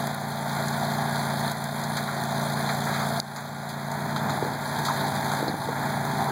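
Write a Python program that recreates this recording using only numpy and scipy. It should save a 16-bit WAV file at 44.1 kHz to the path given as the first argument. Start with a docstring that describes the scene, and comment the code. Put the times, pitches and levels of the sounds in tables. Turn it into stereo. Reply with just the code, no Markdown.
"""A tracked flail mower works through dry grass on an open slope, heard by a close pair of microphones.
Uneven firings ring the V-twin's silencer, and its knocks shake a noisy clatter and sung orders from the panels.
The rotor hums, a higher hum swells late, and flails shred grass in a pulsing hiss of noise and cracks.
Filtered noise bursts make ticks, snaps, hood rattles and thuds; gusts rumble apart in left and right.
One hard snap drives a treble-sensing limiter, which ducks everything and lets go slowly."""
import sys
import numpy as np
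from scipy import signal
from scipy.fft import rfft, irfft, next_fast_len
from scipy.io import wavfile
from scipy.ndimage import uniform_filter1d

SR = 44100
rng = np.random.default_rng(int(sys.argv[2]) if len(sys.argv) > 2 else 0)


def persist_wave(psi):
    """Save psi, clipped to +-1, as 16-bit WAV."""
    counts = np.round(np.clip(psi, -1, 1) * 32767).astype(np.int16)
    wavfile.write(sys.argv[1], SR, np.atleast_2d(counts).T)


N = 278484
TIME = np.arange(N) / SR
RECOVERY_DB_PER_S = 11.5  # climb of the level after a dip or a limited snap


def amp(db):
    """Decibels to gain."""
    return np.exp(np.asarray(db) * np.log(10) / 20)


def evened(x):
    """Scales to rms 1."""
    return x / np.sqrt(np.mean(x ** 2) + 1e-20)


def curve(rows, axis=1):
    """One column of a table of times, at every sample."""
    rows = np.array(rows)
    return np.interp(TIME, rows[:, 0], rows[:, axis])


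def read(rows, hz, axis=1):
    """One column of a table of frequencies, on a log frequency axis."""
    rows = np.array(rows)
    return np.interp(np.log(hz + 1), np.log(rows[:, 0] + 1), rows[:, axis])


def causal(gain):
    """Gives a magnitude spectrum the phase of a thing that rings only after it is struck."""
    log_gain = np.log(gain + 1e-7)
    mirrored = np.r_[log_gain, log_gain[-2:0:-1]]
    return np.exp(np.conj(signal.hilbert(mirrored)))[:len(gain)]


def colour(x, spectrum, axis=1):
    """Causal filter with the given spectrum: it rings after a blow; rms 1."""
    gain = amp(read(spectrum, np.fft.rfftfreq(16384, 1 / SR), axis))
    taps = irfft(causal(gain))[:8192]
    return evened(signal.oaconvolve(np.atleast_2d(x), taps[None], axes=1)[:, :N])


def waver(rate_hz):
    """Smooth chance wandering of rms 1, up to the given rate."""
    t = np.linspace(0, N / SR, 1500)
    rates = np.geomspace(rate_hz / 8, rate_hz, 16)
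    slow = sum(np.sin(2 * np.pi * (f * t + rng.random())) for f in rates)
    return np.interp(TIME, t, evened(slow))


def bursts(turns, beats, decay):
    """Power that jumps at each blow of the cycle and dies within a share of it; mean 1."""
    power = sum(amp(db) ** 2 * np.exp(-((turns - place) % 1) / decay) for place, db in beats)
    return power / power.mean()


def kicks(turns, beats, uneven):
    """One push at each blow of the cycle; its strength has a steady and a chance part."""
    out = np.zeros(N)
    for place, db in beats:
        at = np.flatnonzero(np.diff(np.floor(turns - place)))
        out[at] += amp(db) * (1 + uneven * rng.standard_normal(len(at)))
    return out


# sound travel from one capsule to the other, bending round the body between: (frequency [Hz], delay [s])
CAPSULE_DELAY = [(1400, 3.5e-4), (2830, 3.53e-4), (4150, 3.61e-4), (5500, 3.63e-4), (8300, 3.605e-4),
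                 (13700, 3.64e-4)]


def port_angle(hz):
    """Half the phase by which sound reaches one capsule after the other."""
    return np.pi * hz * read(CAPSULE_DELAY, hz)


# width of the silent gaps cut round each comb null:
# (frequency [Hz], comb height at the gap's edge [share of full height])
GAP_WIDTHS = [(1400, 0.1), (2830, 0.34), (5500, 0.19), (8300, 0.31), (13700, 0.32)]


def gapped(comb, hz):
    """Filter shape that cuts a steep-sided silent gap round each null of a plain comb."""
    steep = (comb / read(GAP_WIDTHS, hz)) ** 6
    return comb * steep / (1 + steep)


# capsule difference against their sum, shaped by the ground reflection:
# (frequency [Hz], level [dB], part in phase [share], part in quadrature [share])
CAPSULE_DIFFERENCE = [(60, 8, -1, -0.83), (140, -2.5, -0.18, -1.17), (230, -11, -0.37, -0.95),
                      (320, -6, -0.29, -0.7), (428, 1, 0.68, 1), (503, 8.5, 0.25, -0.54),
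                      (750, -15.5, -0.81, -1.8), (900, -11, 0.068, 0.092), (1490, -9.5, 0.12, -0.18),
                      (2110, -1, 0.94, -0.81), (3030, 2, -0.1, -0.94), (5000, -2, 0.019, -0.89),
                      (15000, 1, 0.34, -0.16)]


def capsules(direct, scattered):
    """Two close capsules, each less the delayed other, give interleaved combs; gaps are cut at the nulls."""
    size = next_fast_len(len(direct))
    hz = np.fft.rfftfreq(size, 1 / SR)
    a, b, angle = rfft(direct, size), rfft(scattered, size), port_angle(hz)
    like = read(CAPSULE_DIFFERENCE, hz, axis=2) + 1j * read(CAPSULE_DIFFERENCE, hz, axis=3)
    unlike = np.sqrt(np.clip(1 - abs(like) ** 2, 0, 1))
    difference = amp(read(CAPSULE_DIFFERENCE, hz)) * (like * a + unlike * b)
    mid = a * gapped(np.sin(np.maximum(angle, np.pi / 2)), hz)  # the bass of the sum is equalised flat
    side = difference * gapped(np.cos(angle), hz)
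    return irfft([mid + side, mid - side], size)[:, :len(direct)]


# what the turning machine shows the microphones: (time [s], aspect [0 side, 1 rear, 2 far corner])
ASPECT = [(0, 0), (3.8, 0), (4.25, 0.53), (5.2, 1.4), (5.6, 1.3), (5.95, 1.58), (6.31, 1.85)]


def facing(side_db, rear_db, far_db):
    """Level in dB of a part that radiates differently to each aspect, as the machine turns."""
    return np.interp(curve(ASPECT), np.arange(3), [side_db, rear_db, far_db])


# engine speed, hunting on its governor: (time [s], four-stroke cycle rate [Hz])
ENGINE_SPEED = [(0.0, 28.32), (0.19, 28.57), (0.58, 28.26), (0.99, 28.84), (1.3, 28.28), (1.6, 28.32),
                (1.88, 28.77), (2.2, 27.95), (2.47, 28.39), (2.74, 28.18), (3.83, 28.31), (4.04, 28.85),
                (4.31, 27.94), (4.86, 28.44), (5.01, 28.02), (5.76, 28.0), (5.84, 28.3), (6.31, 28.14)]


def engine_turns():
    """Running count of engine cycles: the summed speed, which times every firing and knock."""
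    return 0.366 + np.cumsum(curve(ENGINE_SPEED)) / SR


# flail rotor, slowly losing speed in the grass: (time [s], turning rate [Hz])
ROTOR_SPEED = [(0.0, 52.6), (0.8, 52.9), (1.3, 52.6), (2.1, 51.7), (2.8, 52.0), (3.4, 51.3), (4.6, 51.0),
               (5.3, 50.5), (6.31, 50.2)]


def rotor_turns():
    """Running count of rotor turns: the summed speed, which times the flails."""
    return np.cumsum(curve(ROTOR_SPEED)) / SR


# the two uneven firings: (place in the cycle [0-1], relative level [dB])
FIRING_BEATS = [(0.0, -4), (0.395, -3.6)]
# silencer response: (frequency [Hz], from the side [dB], from the far corner [dB])
SILENCER = [(28.4, -81, -86), (57, -23.5, -26), (85, -15.5, -18), (111.5, -9, -32), (133, 2, 0.5),
            (170, 1, -0.5), (181, -1, -3), (222, -2, -7), (252, 3.5, 7.5), (284, -16, -15.5),
            (341, -38, -42), (700, -53, -46)]


def exhaust(turns, uneven=0.046):
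    """One puff per firing, each a little different, rings the silencer; its colour shifts with the turn."""
    puffs = kicks(turns, FIRING_BEATS, uneven)
    turned = curve(ASPECT) / 2
    from_side = colour(puffs, SILENCER)[0]
    from_corner = colour(puffs, SILENCER, axis=2)[0]
    throb = (1 - turned) * from_side + turned * from_corner
    return np.array([throb * amp(facing(side_db=-31, rear_db=-32, far_db=-31)), np.zeros(N)])


def clatter_db(load_share=0.21):
    """Level of block and panels: set by their aspect, plus a share of each dB of cutting above its mean."""
    bite = curve(CUTTING_LEVEL)
    return facing(side_db=-31.5, rear_db=-30.5, far_db=-31.1) + load_share * (bite - bite.mean())


# piston and valve knocks: (place in the cycle [0-1], relative level [dB])
KNOCK_BEATS = [(0.285, 13.5), (0.535, 16), (0.78, 9), (0, 11.5)]
# block and panel colour: (frequency [Hz], relative level per Hz [dB])
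BLOCK_COLOUR = [(25, -54), (60, -39), (110, -12.5), (230, -8.5), (320, -11.5), (410, -9.5), (490, -14),
                (690, -5.5), (900, -4), (1000, -5), (1280, -12), (1430, -7.5), (1530, -8.5), (1650, -9),
                (2000, -11.5), (3200, -21), (8000, -30)]


def clatter(turns, knocking=0.16, ring=0.11, repeating=0.072, flutter_db=0.75):
    """Knocks shake block and panels; part of the rattle repeats exactly in every cycle."""
    size = 1500  # points of noise in the repeating cycle
    places = np.arange(size) / size
    cycles = rng.standard_normal((2, size))
    repeated = np.array([np.interp(turns, places, cycle, period=1) for cycle in cycles])
    fresh = rng.standard_normal((2, N))
    rattle = np.sqrt(repeating) * evened(repeated) + np.sqrt(1 - repeating) * fresh
    force = np.sqrt(1 - knocking + knocking * bursts(turns, KNOCK_BEATS, ring))
    return colour(rattle * force, BLOCK_COLOUR) * amp(clatter_db() + flutter_db * waver(13))


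# engine orders that sing out of the panels, before their common trim against the clatter:
# (multiple of the cycle rate, from the side [dB], from behind [dB], from the far corner [dB])
SUNG_ORDERS = [(14, -20, -24, -4.5), (16, -23, -26, -22), (20, -15.5, -30, -26), (22, -14.5, -15, -23),
               (23, -14, -13, -14), (24, -7, -16.5, -2), (25, -12.5, -33, -28), (26, -11.5, -10, -14),
               (27, -10.5, -17, -16), (28, -9, -10, -3), (29, -14, -13, -3.5), (30, -10, -11, -24),
               (31, -18.5, -7.5, -13), (32, -9, -4.5, -9), (33, -37, -12, -12), (35, -25, -13, -22),
               (37, -31, -31, -32), (42, -14.5, -25, -32), (50, -14, -18, -11), (57, -16, -29, -19),
               (58, -17.5, -13, -15), (60, -24, -19, -20)]


def drone(turns, sung_db=-0.57, waver_db=2.5, slip_rad=0.66, lag=0.041):
    """Engine orders sing from the panels, loosely in step with the knocks; their mix follows the aspect."""
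    tone = np.zeros(N)
    for order, *aspect_db in SUNG_ORDERS:
        level_db = facing(*aspect_db) + waver_db * waver(7)
        driven = sum(amp(db) * np.exp(-2j * np.pi * order * (place + lag)) for place, db in KNOCK_BEATS)
        phase = 2 * np.pi * order * turns + np.angle(driven) + slip_rad * waver(8)
        tone += amp(level_db) * np.cos(phase)
    return np.array([tone * amp(clatter_db() + sung_db), np.zeros(N)])


# rotor hum: (multiple of the rotor speed, straight from the hood [relative dB], by the ground [relative dB])
HUM_ORDERS = [(2, -0.5, -6), (3, 1.5, -2), (4, -3, -1), (5, -12.5, -5), (6, -11, -9)]


def rotor(flail_turns, waver_db=1.2):
    """The rows of flails beat the air in a low hum that rubs against the engine's orders."""
    hum = np.zeros((2, N))
    for order, direct_db, ground_db in HUM_ORDERS:
        tone = np.cos(2 * np.pi * (order * flail_turns + rng.random())) * amp(waver_db * waver(3.3))
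        hum += amp([[direct_db], [ground_db]]) * tone
    return hum * amp(facing(side_db=-46, rear_db=-42, far_db=-46))


# a higher hum that swells and rises late in the turn: (time [s], frequency [Hz], level [dB])
LATE_HUM = [(4.6, 117, -59), (5.1, 118.8, -55), (6.3, 123, -40)]


def high_hum(waver_db=2.0):
    """A second low tone, faint and wavering until it swells and rises late in the turn."""
    tone = np.cos(2 * np.pi * np.cumsum(curve(LATE_HUM)) / SR)
    hum = tone * amp(curve(LATE_HUM, axis=2) + waver_db * waver(7.5))
    return np.array([hum, np.zeros(N)])


def patchy(x, depth_db):
    """Lets each stretch of the spectrum swell and fade on its own, over about 30 ms and 1 kHz; rms 1."""
    z = signal.stft(x, nperseg=256)[2]
    patches = uniform_filter1d(rng.standard_normal(z.shape[1:]), size=10, axis=1)  # along time
    patches = uniform_filter1d(patches, size=6, axis=0)  # along frequency
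    return evened(signal.istft(z * amp(depth_db * evened(patches)))[1][:, :N])


# how much grass the flails bite, less while the machine swings round: (time [s], level [dB])
CUTTING_LEVEL = [(0, -36.5), (3.0, -35.5), (3.4, -36.5), (4.15, -42), (4.75, -36), (5.35, -36),
                 (5.9, -39.5), (6.31, -39)]
# grass shredding: (frequency [Hz], relative level per Hz [dB])
GRASS_COLOUR = [(100, -20), (800, 7), (2500, -59), (3050, 7), (3600, 7), (3900, 4), (4200, 7), (4650, 2),
                (5050, 1), (5600, 4), (6100, 0.5), (6700, -6), (7600, -1), (8800, -3), (9700, 0),
                (10500, 0), (11500, -7), (12600, -5), (14000, -7), (15800, -8)]


def cutting(turns, flail_turns, stalks_per_s=600, size_db=4, crackle_db=-11.0, pulsing=0.44,
            puff=0.14, chop=0.058, flutter_db=0.8, patchy_db=1.65):
    """Hiss and tiny cracks of dry stalks, pulsing with the firings and the passing flails."""
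    stalk_sizes = amp(size_db * np.minimum(rng.exponential(1, N), 4))
    cracks = (rng.random(N) < stalks_per_s / SR) * stalk_sizes
    crackle = evened(cracks * rng.standard_normal((2, N)))
    grains = rng.standard_normal((2, N)) + amp(crackle_db) * crackle
    firing_beat = np.sqrt(1 - pulsing + pulsing * bursts(turns, FIRING_BEATS, puff))
    flail_beat = 1 + chop * np.cos(2 * np.pi * 2 * flail_turns)  # twice a turn
    shredding = patchy(colour(grains * firing_beat * flail_beat, GRASS_COLOUR), patchy_db)
    return shredding * amp(curve(CUTTING_LEVEL) + flutter_db * waver(25))


# brief dips of the level: (time at the bottom [s], depth [dB], fall [s])
LEVEL_DIPS = [(.18, 5, 0.18), (1.54, 4.5, 0.039), (1.681, 4, 0.058), (2.12, 3, 0.28), (4.56, 3.5, 0.17),
              (5.55, 4, 0.19)]


def dips():
    """Gain of the brief dips: a quick fall, then a steady climb; the deepest one counts."""
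    each = []
    for s, db, fall in LEVEL_DIPS:
        corners = [s - fall, s, s + db / RECOVERY_DB_PER_S]
        each.append(np.interp(TIME, corners, [0, db, 0]))
    return amp(-np.max(each, axis=0))


# wind buffets on the microphones: (time [s], level [dB], half length [s])
WIND_BUFFETS = [(0.6, -44, 0.09), (4.06, -22, 0.0084), (4.148, -31, 0.018), (4.283, -24.5, 0.034),
                (4.427, -23, 0.022), (4.495, -28.5, 0.076), (4.804, -23.5, 0.028), (5.05, -37, .03),
                (5.432, -20.5, 0.015), (5.488, -18, 0.013), (5.553, -21, 0.016), (5.68, -26.5, 0.034),
                (6.244, -26, 0.057)]
# a breeze that comes up under the buffets, before its chance gusting: (time [s], level [dB])
BREEZE_LEVEL = [(3.3, -53), (3.55, -47), (3.8, -59), (4.2, -35), (4.68, -40.5), (5.1, -34), (5.35, -32.5),
                (5.85, -37.5), (6.1, -30.5), (6.31, -32)]
# rumble of a gust: (frequency [Hz], relative level per Hz [dB])
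GUST_COLOUR = [(25, -4), (70, -3.5), (120, 9.5), (300, 1.5), (500, -16.5), (900, -51), (2000, -40),
               (6000, -59)]


def wind(mid_db=2.0, gusting_db=2.5):
    """Eddies hit each capsule separately, so their bass comes out opposed in left and right."""
    breeze = amp(curve(BREEZE_LEVEL) + gusting_db * waver(14))
    buffets = sum(amp(db) ** 2 * np.exp(-((TIME - s) / half) ** 2) for s, db, half in WIND_BUFFETS)
    push = np.sqrt(breeze ** 2 + buffets)
    a, b = rfft(colour(rng.standard_normal((2, N)), GUST_COLOUR) * push)
    hz = np.fft.rfftfreq(N, 1 / SR)
    angle = port_angle(hz)
    comb = np.sin(angle)
    mid = amp(mid_db) * a * np.where(angle < np.pi / 2, comb, gapped(comb, hz))
    side = b * gapped(np.cos(angle), hz)
    return irfft([mid + side, mid - side], N)


def blows(table, push):
    """Each burst is one sharp push and dying noise, filtered to ring around one pitch."""
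    out, size, lead = np.zeros((2, N)), 8192, 44  # lead: samples kept ahead of the push
    t, hz = (np.arange(size) - lead) / SR, np.fft.rfftfreq(size, 1 / SR)
    end_fade = np.minimum(2 * (1 - t / t[-1]), 1) ** 2
    for s, db, t60, centre_hz, octaves in table:
        away = np.log2((hz + 1) / centre_hz) / octaves
        # steeper below the pitch than above
        shape = 1 / (1 + away ** 2 + np.minimum(away, 0) ** 4 + (away / 2) ** 4)
        fade = (t >= 0) * np.exp(-np.log(1000) * abs(t) / t60)
        force = fade * rng.standard_normal((2, size)) + push * np.linalg.norm(fade) * (t == 0)
        ringing = irfft(rfft(force) * causal(shape))
        hit = evened(capsules(*ringing) * end_fade)
        part = out[:, round(s * SR) - lead:][:, :size]
        part += (amp(db) * np.sqrt(np.mean(fade ** 2)) * hit)[:, :part.shape[1]]
    return out


# short bursts of filtered noise, from faint high ticks to one hard snap:
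# (time [s], starting level [dB], 60 dB decay of the noise [s], centre [Hz], width [octaves])
TICKS_AND_SNAPS = [(.0707, -24.5, 0.017, 6000, 2.5), (.683, -26, 0.032, 5000, 1),
                   (.1466, -26.5, 0.011, 11000, 0.59), (1.5155, -29, 0.04, 5500, 1.3),
                   (1.6417, -22.5, 0.0057, 8100, 0.83), (1.8372, -30, .05, 4480, 0.88),
                   (1.9694, -26.5, 0.096, 4000, 0.83), (2.074, -32, 0.028, 3900, 0.24),
                   (2.69, -25, 0.069, 2600, 0.72), (2.93, -33.5, 0.67, 2820, 0.68),
                   (3.2005, -4, 0.0099, 5130, 0.53), (3.3613, -26, 0.12, 4450, 0.93),
                   (3.69, -30, 0.21, 3180, 0.98), (3.915, -30, 0.056, 4520, 1.1),
                   (4.162, -28, 0.14, 3000, 0.61), (4.2951, -30.5, 0.15, 3500, 0.71),
                   (4.788, -29.5, 0.033, 6000, 1.5), (4.85, -27.5, 0.29, 3740, 0.88),
                   (5.3168, -31, 0.048, 3800, 0.92), (5.4794, -30, 0.089, 4230, 0.2),
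                   (6.0506, -31, 0.032, 6000, 1.4)]


def ticks_and_snaps():
    """Short bursts of filtered noise with a slight push, from faint high ticks to one hard snap."""
    return blows(TICKS_AND_SNAPS, push=0.1)


# cuttings flung against the hood:
# (time [s], starting level [dB], 60 dB decay of the force [s], centre [Hz], width [octaves])
HOOD_RATTLES = [(.822, -23.5, 0.091, 770, 0.22), (1.97, -28.5, 0.21, 1390, 0.69),
                (2.075, -30, 0.3, 1230, 0.69), (2.69, -28, 0.1, 1570, 0.37), (2.87, -32, 1, 980, 1),
                (2.94, -30.5, 0.45, 1490, 0.89), (3.0, -28, 0.22, 1110, 0.76),
                (3.361, -27, 0.43, 1150, 0.94), (4.162, -25, 0.061, 1260, 0.93),
                (4.29, -31, 0.13, 1490, 0.53), (4.883, -21, 0.089, 1070, .35),
                (4.897, -27, 0.086, 920, 0.32), (5.315, -29.5, 0.13, 1190, 0.47),
                (5.617, -26, 0.063, 860, 0.17), (6.19, -27.5, .4, 820, 0.25), (6.255, -27, 0.31, 850, 0.48)]


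def rattles():
    """Flung cuttings rattle the hood: lower-pitched bursts, nearly all noise."""
    return blows(HOOD_RATTLES, push=0.039)


# dull thuds at the microphones, where the hardest gusts land:
# (time [s], starting level [dB], 60 dB decay of the force [s], centre [Hz], width [octaves])
GUST_THUDS = [(4.256, -22.5, 0.03, 195, .5), (4.4255, -14.5, 0.023, 370, 0.75),
              (4.434, -33, 0.04, 280, 0.4), (4.4485, -24, .04, 440, .5), (4.466, -21.5, 0.055, 460, 0.52),
              (5.407, -29, 0.041, 170, 1), (5.427, -16.5, 0.034, 368, 0.51), (5.447, -33, .06, 420, 0.67),
              (5.465, -26, .05, 330, .6), (5.481, -25, 0.12, 392, 1), (5.5415, -23.5, 0.051, 380, 0.53),
              (5.6875, -19.5, 0.034, 515, 0.52), (5.702, -32, .07, 430, 0.54)]


def thuds():
    """Hard gusts thump the microphones: low, with a push stronger than the noise."""
    return blows(GUST_THUDS, push=1.5)


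def scene():
    """Engine and rotor drive the machine's steady sounds; short bursts and wind join them."""
    turns, flail_turns = engine_turns(), rotor_turns()
    engine = exhaust(turns) + clatter(turns) + drone(turns)
    machine = engine + rotor(flail_turns) + high_hum() + cutting(turns, flail_turns)
    hits = ticks_and_snaps() + rattles() + thuds()
    return capsules(*machine) * dips() + hits + wind()


def record(dry, threshold_db=-20, edge_hz=15840):
    """A limiter that listens to the treble clamps at once and recovers slowly; then the band limit."""
    treble = signal.sosfilt(signal.butter(2, 2500, "high", fs=SR, output="sos"), dry)
    power = abs(uniform_filter1d((treble ** 2).mean(0), size=88))  # over 2 ms
    power_db = 10 * np.log10(power + 1e-12)
    fall_db = TIME * RECOVERY_DB_PER_S
    held_db = np.maximum.accumulate(power_db + fall_db) - fall_db  # peaks, released at a steady rate
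    over_db = np.maximum(held_db - threshold_db, 0)
    limited = dry / amp(uniform_filter1d(over_db, size=150))
    low_pass = signal.firwin(511, edge_hz, window=("kaiser", 9), fs=SR)
    return signal.oaconvolve(limited, low_pass[None], "same")


dry = scene()
out = record(dry)
persist_wave(out)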